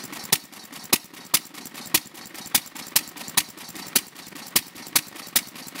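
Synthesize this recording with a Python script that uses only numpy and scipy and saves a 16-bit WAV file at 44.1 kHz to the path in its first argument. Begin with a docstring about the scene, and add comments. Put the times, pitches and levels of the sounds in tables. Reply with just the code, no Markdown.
"""Hit-and-miss engine idling

An old single-cylinder engine turns five cycles a second, close by outdoors. It fires every second or
third cycle, and the escaping gas cracks sharply. In between it coasts: pumped air hisses, valve gear
ticks and bearings knock. Each crack drives a limiter down, and the clatter swells back behind it."""
import sys
import numpy as np
from scipy import signal
from scipy.fft import rfft, irfft
from scipy.io import wavfile
from scipy.ndimage import uniform_filter1d, minimum_filter1d

SR = 44100
rng = np.random.default_rng(int(sys.argv[2]) if len(sys.argv) > 2 else 0)


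def persist_wave(psi):
    """Save psi, clipped to +-1, as 16-bit WAV."""
    counts = np.round(np.clip(psi, -1, 1) * 32767).astype(np.int16)
    wavfile.write(sys.argv[1], SR, np.atleast_2d(counts).T)


N = 255780


def gain_of(db):
    """Amplitude ratio: tenfold for every 20 dB."""
    return 10 ** (np.asarray(db) / 20)


def unit_rms(x):
    """Normalisation to a mean power of one."""
    return x / np.sqrt(np.mean(x ** 2) + 1e-20)


def at_frequency(table, hz):
    """Interpolation on a logarithmic frequency axis."""
    f, value = np.transpose(table)
    return np.interp(np.log(hz + 1), np.log(f + 1), value)


def add(mix, s, sound):
    """Superposition: a sound joins the mix at time s, cut to fit."""
    start = round(s * SR)
    sound = sound[max(-start, 0):]
    part = mix[max(start, 0):][:len(sound)]
    part += sound[:len(part)]


def noise(spectrum):
    """Spectral shaping: white noise takes the given colour, at unit rms."""
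    hz = np.fft.rfftfreq(N, 1 / SR)
    return unit_rms(irfft(rfft(rng.standard_normal(N)) * gain_of(at_frequency(spectrum, hz)), N))


def wander(step_s):
    """Slow random variation: Gaussian values joined by straight lines."""
    return np.interp(np.arange(N) / SR / step_s, np.arange(N), rng.standard_normal(N))


def flutter(depth_db, step_s):
    """Random amplitude modulation at unit rms."""
    return unit_rms(gain_of(depth_db * wander(step_s)))


def hump(t, at, width):
    """A Gaussian pulse that peaks at one."""
    return np.exp(-.5 * ((t - at) / width) ** 2)


def ring(modes, t):
    """Free vibration: a sum of damped modes in random phase."""
    return sum(gain_of(db - 60 * t / t60) * np.sin(2 * np.pi * (hz * t + rng.random()))
               for hz, db, t60 in modes)


# crank position: (time [s], four-stroke cycles turned [count])
CRANK = [(0.04, 0), (0.64, 3), (1.044, 5), (1.252, 6), (1.859, 9), (2.258, 11), (2.662, 13), (3.077, 15),
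         (3.489, 17), (3.69, 18), (3.869, 19), (4.869, 24), (5.473, 27), (5.868, 29)]

def cycle_times():
    """Rotation sets the rhythm: an intake ends at each whole cycle, and offsets count from there."""
    s, turned = np.transpose(CRANK)
    return np.interp(np.arange(round(turned[-1]) + 1), turned, s)


def each_cycle(shape, scatter_db):
    """Cyclic modulation: an envelope repeats at slightly random levels; overlaps add in power."""
    offsets, db = np.transpose(shape)
    stroke = gain_of(np.interp(np.arange(offsets[0], offsets[-1], 1 / SR), offsets, db))
    power = np.zeros(N)
    for s in cycle_times():
        add(power, s + offsets[0], (stroke * gain_of(scatter_db * rng.standard_normal())) ** 2)
    return np.sqrt(power)


# exhaust hiss through a cycle: (offset [s], level [dB])
EXHAUST_FLOW = [(-.121, -75), (-.114, -34.5), (-.095, -43), (-.078, -32.5), (-.068, -33.5), (-.056, -45.5),
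                (0, -49.5), (.03, -49.5), (.075, -63)]
# its spectrum: (frequency [Hz], relative density [dB])
EXHAUST_SPECTRUM = [(50, -68), (200, -30), (600, 4), (1000, 7.5), (1600, 0), (2200, 7), (3300, 4),
                    (5000, 3), (7000, -1.5), (12000, -0.5), (16000, -9)]

def exhaust_air():
    """Turbulent flow: air hisses as the piston pushes it out of the exhaust."""
    hiss = noise(EXHAUST_SPECTRUM)
    return hiss * each_cycle(EXHAUST_FLOW, scatter_db=.5) * flutter(depth_db=2.5, step_s=.0041)


# intake hiss through a cycle: (offset [s], level [dB])
INTAKE_FLOW = [(-.052, -57), (-.045, -37.5), (-.022, -45), (-.003, -40.5), (.005, -55), (.02, -75)]
# its spectrum: (frequency [Hz], relative density [dB])
INTAKE_SPECTRUM = [(100, -59), (800, 7.5), (3000, -19), (3600, -19), (4000, 1.5), (4450, 8), (5000, -7),
                   (5800, 3), (7000, -5), (11000, -8), (16000, -25)]

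def intake_air():
    """Flow through a constriction: air drawn through the mixer hisses and whistles."""
    air = noise(INTAKE_SPECTRUM) + throat_whistle()
    return air * each_cycle(INTAKE_FLOW, scatter_db=.8) * flutter(depth_db=.5, step_s=.0014)


# whistle bands of the mixer throat: (frequency [Hz], bandwidth [Hz], level [dB])
THROAT_BANDS = [(3880, 96, -6.5), (4550, 160, -6), (5320, 220, -7.5)]

def throat_whistle():
    """Narrow-band turbulence: a rough whistle whose pitch drifts with the air speed."""
    out = np.zeros(N)
    drift = 1 + .041 * wander(step_s=.03)
    for hz, width, db in THROAT_BANDS:
        eddies = rng.standard_normal(N) + 1j * rng.standard_normal(N)
        envelope = signal.lfilter(*signal.butter(2, width / 2, fs=SR), eddies)
        carrier = np.exp(2j * np.pi * np.cumsum(hz * drift) / SR)
        out += gain_of(db) * unit_rms((envelope * carrier).real)
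    return out


# gear noise through a cycle: (offset [s], level [dB])
GEAR_LOAD = [(-.128, -46), (-.112, -38), (-.092, -44), (-.07, -38), (-.04, -43.5), (0, -44.5), (.028, -49),
             (.06, -40), (.074, -47)]
# its spectrum: (frequency [Hz], relative density [dB])
GEAR_SPECTRUM = [(40, -34), (110, -7.5), (170, 10), (310, 10.5), (430, 1.5), (800, -2.5), (1050, 3),
                 (1550, -3.5), (1900, 4), (2500, -4), (4500, -8), (7000, -16), (16000, -21)]

def gears():
    """Friction noise: the gears grind as their load rises and falls."""
    grind = noise(GEAR_SPECTRUM)
    return grind * each_cycle(GEAR_LOAD, scatter_db=.6) * flutter(depth_db=4, step_s=.0042)


# valve gear contacts in every cycle: (offset [s], level [dB])
TICKS = [(-.1035, -30.5), (-.001, -28.5), (0.0109, -34), (0.0135, -29), (.038, -43)]
# their spectrum: (frequency [Hz], relative density [dB])
TICK_SPECTRUM = [(300, 6), (3500, -5.5), (5900, 5.5), (6600, -1.5), (7400, 8.5), (8600, 0.5), (11000, 0.5),
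                 (14800, 4.5), (16000, 10.5)]
# modes of the valve spring and rod: (frequency [Hz], level [dB], T60 [s])
SPRING_MODES = [(7370, -6, 0.015), (14830, -30.5, 0.15)]
# the ping swells, then fades as the microphone swings away: (time [s], gain [dB])
PING_GAIN = [(0, 2.5), (2.5, 9.5), (4.3, 3.5), (5.1, -14)]

def valve_gear(snap_s=.00064, snap_db=4, chatter_s=.0054, scatter_db=2):
    """Impact excitation: steel rod and rocker meet with a snap, chatter, and set the spring ringing."""
    t = np.arange(SR // 20) / SR
    clicks, pings = np.zeros((2, N))
    attack = 1 - np.exp(-t / .00015)
    contact = attack * (np.exp(-t / chatter_s) + gain_of(snap_db) * np.exp(-t / snap_s))
    for s in cycle_times():
        ping_db = np.interp(s, *np.transpose(PING_GAIN))
        for offset, db in TICKS:
            late, harder, ringing = rng.standard_normal(3)
            when = s + offset + .0003 * late
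            ping = attack * ring(SPRING_MODES, t)
            add(clicks, when, gain_of(db + scatter_db * harder) * contact)
            add(pings, when, gain_of(db + ping_db + scatter_db * ringing) * ping)
    return clicks * noise(TICK_SPECTRUM) + pings


# bearing and piston knocks in every cycle: (offset [s], level [dB], frequency [Hz], time constant [s])
KNOCKS = [(-.119, -27, 290, .009), (-.069, -28, 200, .004), (-.056, -22.5, 245, 0.004),
          (-.0005, -19, 224, 0.0026), (.014, -29, 167, 0.0038), (0.061, -47, 216, 0.0027)]

def bearings(scatter_db=1.5, jitter_s=.0007):
    """Heavily damped impacts: slack in the bearings closes with dull knocks into the skid."""
    t, out = np.arange(SR // 12) / SR, np.zeros(N)
    attack = 1 - np.exp(-t / .0025)
    for s in cycle_times():
        for offset, db, hz, decay in KNOCKS:
            late, harder, detune = rng.standard_normal(3)
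            knock = np.sin(2 * np.pi * hz * (1 + .063 * detune) * t) * attack * np.exp(-t / decay)
            add(out, s + offset + jitter_s * late, gain_of(db + scatter_db * harder) * knock)
    return out


# a loose link, struck now and then as the exhaust valve lifts: (time [s], level [dB], frequency [Hz])
CLANKS = [(0.124, -36, 1933), (0.726, -38, 875), (2.343, -34, 1800), (2.757, -32.5, 900),
          (3.159, -34, 1005), (4.354, -34.5, 1950), (5.161, -34, 1710), (5.751, -43, 1690)]
IGNITION_LEAD_S, IGNITION_DB, IGNITION_HZ = .03, -41, 1138  # piston jolt ahead of each crack

def clanks(rattle_db=-3, part_db=2, frame_db=9, decay_s=.0049):
    """Structure-borne sound: the link, or the piston at ignition, rattles, rings and shakes the frame."""
    t = np.arange(SR // 12) / SR
    rattle, iron = np.zeros((2, N))
    envelope = t / decay_s * np.exp(1 - t / decay_s)
    ignitions = [(s - IGNITION_LEAD_S, IGNITION_DB, IGNITION_HZ) for s, *_ in FIRINGS]
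    for s, db, hz in CLANKS + ignitions:
        add(rattle, s, gain_of(db + rattle_db) * hump(t, at=.0029, width=.0043))
        add(iron, s, gain_of(db + part_db) * envelope * np.sin(2 * np.pi * hz * t) / 2)
        add(iron, s + .00191, gain_of(db + frame_db) * frame_ring())
    return rattling(rattle) + iron


# spectrum of the rattle: (frequency [Hz], relative density [dB])
RATTLE_SPECTRUM = [(100, -19), (300, 12), (550, 2), (1100, 19), (1600, 17), (2300, 14.5), (3500, 14),
                   (7000, -23), (16000, -3)]

def rattling(envelope):
    """Contact noise: loose metal gives a broadband burst."""
    return envelope * noise(RATTLE_SPECTRUM)


# modes of the cast-iron hopper and frame: (frequency [Hz], level [dB], T60 [s])
FRAME_MODES = [(303, -27.5, 0.21), (910, -32, 0.083), (1280, -39, 0.059), (1940, -22.5, 0.11),
               (2444, -16, 0.053), (2530, -45, 0.05), (3530, -29, 0.051), (4958, -34, 0.02)]

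def frame_ring(scatter_db=4):
    """Modal response: each blow on the castings favours different modes."""
    shifts_db = scatter_db * np.clip(rng.standard_normal(len(FRAME_MODES)), -1, 1)
    modes = [(hz, db + shift, t60) for (hz, db, t60), shift in zip(FRAME_MODES, shifts_db)]
    return ring(modes, np.arange(SR // 3) / SR)


# exhaust cracks: (time [s], strength [dB], jet duration [s])
FIRINGS = [(0.327, 2.5, 0.0091), (0.93, 4, 0.0084), (1.341, 1, 0.012), (1.946, 2, 0.01),
           (2.548, -2.5, 0.012), (2.9597, -2.5, 0.01), (3.3756, 0, 0.0093), (3.9577, 1, 0.0096),
           (4.559, -0.5, 0.012), (4.9586, 0, 0.0097), (5.359, -1.5, 0.013)]
# spectra of the pipe's bark and the closing puff: (frequency [Hz], relative density [dB])
BARK_SPECTRUM = [(200, -14), (530, -5), (700, 0), (920, 5), (1400, -2.5), (2200, -26), (4000, 0),
                 (8000, -50), (16000, -45)]
PUFF_SPECTRUM = [(50, 6), (170, 10), (500, -28), (1000, -3), (1400, -2), (2600, 12), (3600, 6), (7000, 3),
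                 (11000, 2), (16000, -2)]

def firings(rise_s=.00061, fall_s=.0047, slap_s=.00028, leak_db=-13, slap_db=8):
    """Blowdown: burning gas escapes with a low push and a jet, then the piston puffs out the rest."""
    t = np.arange(-SR // 100, SR // 3) / SR
    jet, push, bark, puff, blows = np.zeros((5, N))
    # gas leaks past the lifting valve just before the jet breaks out
    opening = 1 / (1 + np.exp(-t / rise_s)) + gain_of(leak_db) * hump(t, at=-.0016, width=.00029)
    # the gas column swings out, then surges again as the jet collapses
    swings = hump(t, at=-.0012, width=.0015) + .82 * hump(t, at=.0085, width=.0046)
    # the first pressure front leaves the pipe as one slap
    slap = (1 - (t / slap_s) ** 2) * hump(t, at=0, width=slap_s)
    for s, db, duration in FIRINGS:
        start = s + t[0]
        push_db, bark_db = -18 + 2.44 * db, -17.5 + 1.56 * db  # both grow faster than the jet
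        emptying = 1 / np.sqrt(1 + np.exp(np.minimum(2 * (t - duration) / fall_s, 80)))
        add(jet, start, gain_of(db) * opening * emptying)
        add(push, start, gain_of(push_db) * swings)
        add(bark, start, gain_of(bark_db) * swings)
        add(puff, start, gain_of(db - 16) * hump(t, at=.0307, width=.0033))
        add(blows, start, -gain_of(bark_db + slap_db) * slap)
        add(blows, s, gain_of(db) * frame_ring())
    crack = jet * billowing_jet() * flutter(depth_db=1.5, step_s=.0011)
    return crack + push * gas_column() + bark * noise(BARK_SPECTRUM) + puff * noise(PUFF_SPECTRUM) + blows


# spectrum of the exhaust jet: (frequency [Hz], relative density [dB])
JET_SPECTRUM = [(40, -50), (200, 3), (550, -20), (1500, -6.5), (2100, 1.5), (3200, -1), (3700, 2),
                (5000, 2), (7000, -1), (11500, 1.5), (14000, -2.5), (16000, 3.5)]

def billowing_jet(echo_gain=.35, step_s=.05):
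    """Comb filtering: the jet wanders, so its echo off the ground colours each crack differently."""
    direct, n = noise(JET_SPECTRUM), np.arange(N)
    lag_s = np.interp(n / SR / step_s, n, rng.uniform(.0002, .0009, N))
    echo = np.interp(n - np.round(SR * lag_s), n, direct)
    return unit_rms(direct + echo_gain * echo)


# spectrum of the low push: (frequency [Hz], relative density [dB])
PUSH_SPECTRUM = [(30, -23), (90, -11), (170, 0.5), (300, -3), (400, -4.5), (550, -39), (1500, -48),
                 (16000, -80)]

def gas_column(hz=215, noise_share=.82):
    """Pipe resonance: the gas in the short pipe swings at a low pitch, roughened by turbulence."""
    tone = unit_rms(np.sin(2 * np.pi * (hz * np.arange(N) / SR + rng.random())))
    return np.sqrt(1 - noise_share) * tone + np.sqrt(noise_share) * noise(PUSH_SPECTRUM)


def near_echoes(x, count=14, echo_db=-22.5):
    """Interference: flywheels, skid and ground reflect within milliseconds and ripple the spectrum."""
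    taps = np.zeros(SR // 100)
    taps[0] = 1
    taps[rng.integers(SR // 700, SR // 160, count)] = gain_of(echo_db) * rng.choice([-1, 1], count)
    # bass diffracts round small surfaces
    taps[1:] = signal.lfilter(*signal.butter(1, 700, "high", fs=SR), taps[1:])
    return signal.fftconvolve(x, taps / np.linalg.norm(taps))[:N]


# decay of the scattered sound: (frequency [Hz], T60 [s])
YARD_DECAY = [(150, 0.12), (1000, 0.37), (4000, 0.43), (9000, 0.34), (16000, 0.31)]

def yard_tail(x, echoes_per_s=3000, gap_s=.006):
    """Scattering: ground, posts and clutter return a thin tail, each band dying at its own rate."""
    size = SR // 2
    taps = rng.standard_normal(size) * (rng.random(size) < echoes_per_s / SR)
    taps *= np.arange(size) > gap_s * SR
    hz, t, bands = signal.stft(taps, SR, nperseg=256)
    decay = gain_of(-60 * t / at_frequency(YARD_DECAY, hz)[:, None])
    tail = signal.istft(bands * decay, SR, nperseg=256)[1]
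    return signal.fftconvolve(x, tail / np.linalg.norm(tail))[:N]


# spectrum of the outdoor background: (frequency [Hz], relative density [dB])
AMBIENT_SPECTRUM = [(30, 15), (70, -13), (170, 28.5), (300, -26), (500, 10.5), (1000, 10), (2000, 9.5),
                    (4500, 3.5), (7000, -18), (16000, -19)]

def scene():
    """Superposition of the engine, its echoes and a steady outdoor background."""
    direct = firings() + exhaust_air() + intake_air() + gears() + valve_gear() + bearings() + clanks()
    engine = near_echoes(direct)
    return (engine + gain_of(-23.5) * yard_tail(engine) + gain_of(-51) * noise(AMBIENT_SPECTRUM))[None]


def limiter(x, threshold_db=-12, recovery_db_per_s=14, average_s=.029, ahead_s=.0063):
    """Automatic gain control: the gain drops just ahead of each loud peak and recovers steadily."""
    power = uniform_filter1d((x ** 2).mean(0), round(average_s * SR))
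    over_db = np.maximum(10 * np.log10(abs(power) + 1e-12) - threshold_db, 0)
    recovered_db = recovery_db_per_s * np.arange(N) / SR
    cut_db = np.maximum.accumulate(over_db + recovered_db) - recovered_db
    ahead = round(ahead_s * SR) + 1
    held_db = minimum_filter1d(-cut_db, 2 * ahead)
    return x * gain_of(uniform_filter1d(held_db, ahead))


def record(dry, ceiling=.98, bass_hz=110, edge_hz=15750):
    """Band limiting and saturation: a small microphone loses deep bass; limited peaks round off."""
    thin = signal.lfilter(*signal.butter(1, bass_hz, "high", fs=SR), dry)
    rounded = ceiling * np.tanh(limiter(thin) / ceiling)
    lowpass = signal.firwin(301, edge_hz, window=("kaiser", 8), fs=SR)
    return signal.oaconvolve(rounded, lowpass[None], "same")


dry = scene()
out = record(dry)
persist_wave(out)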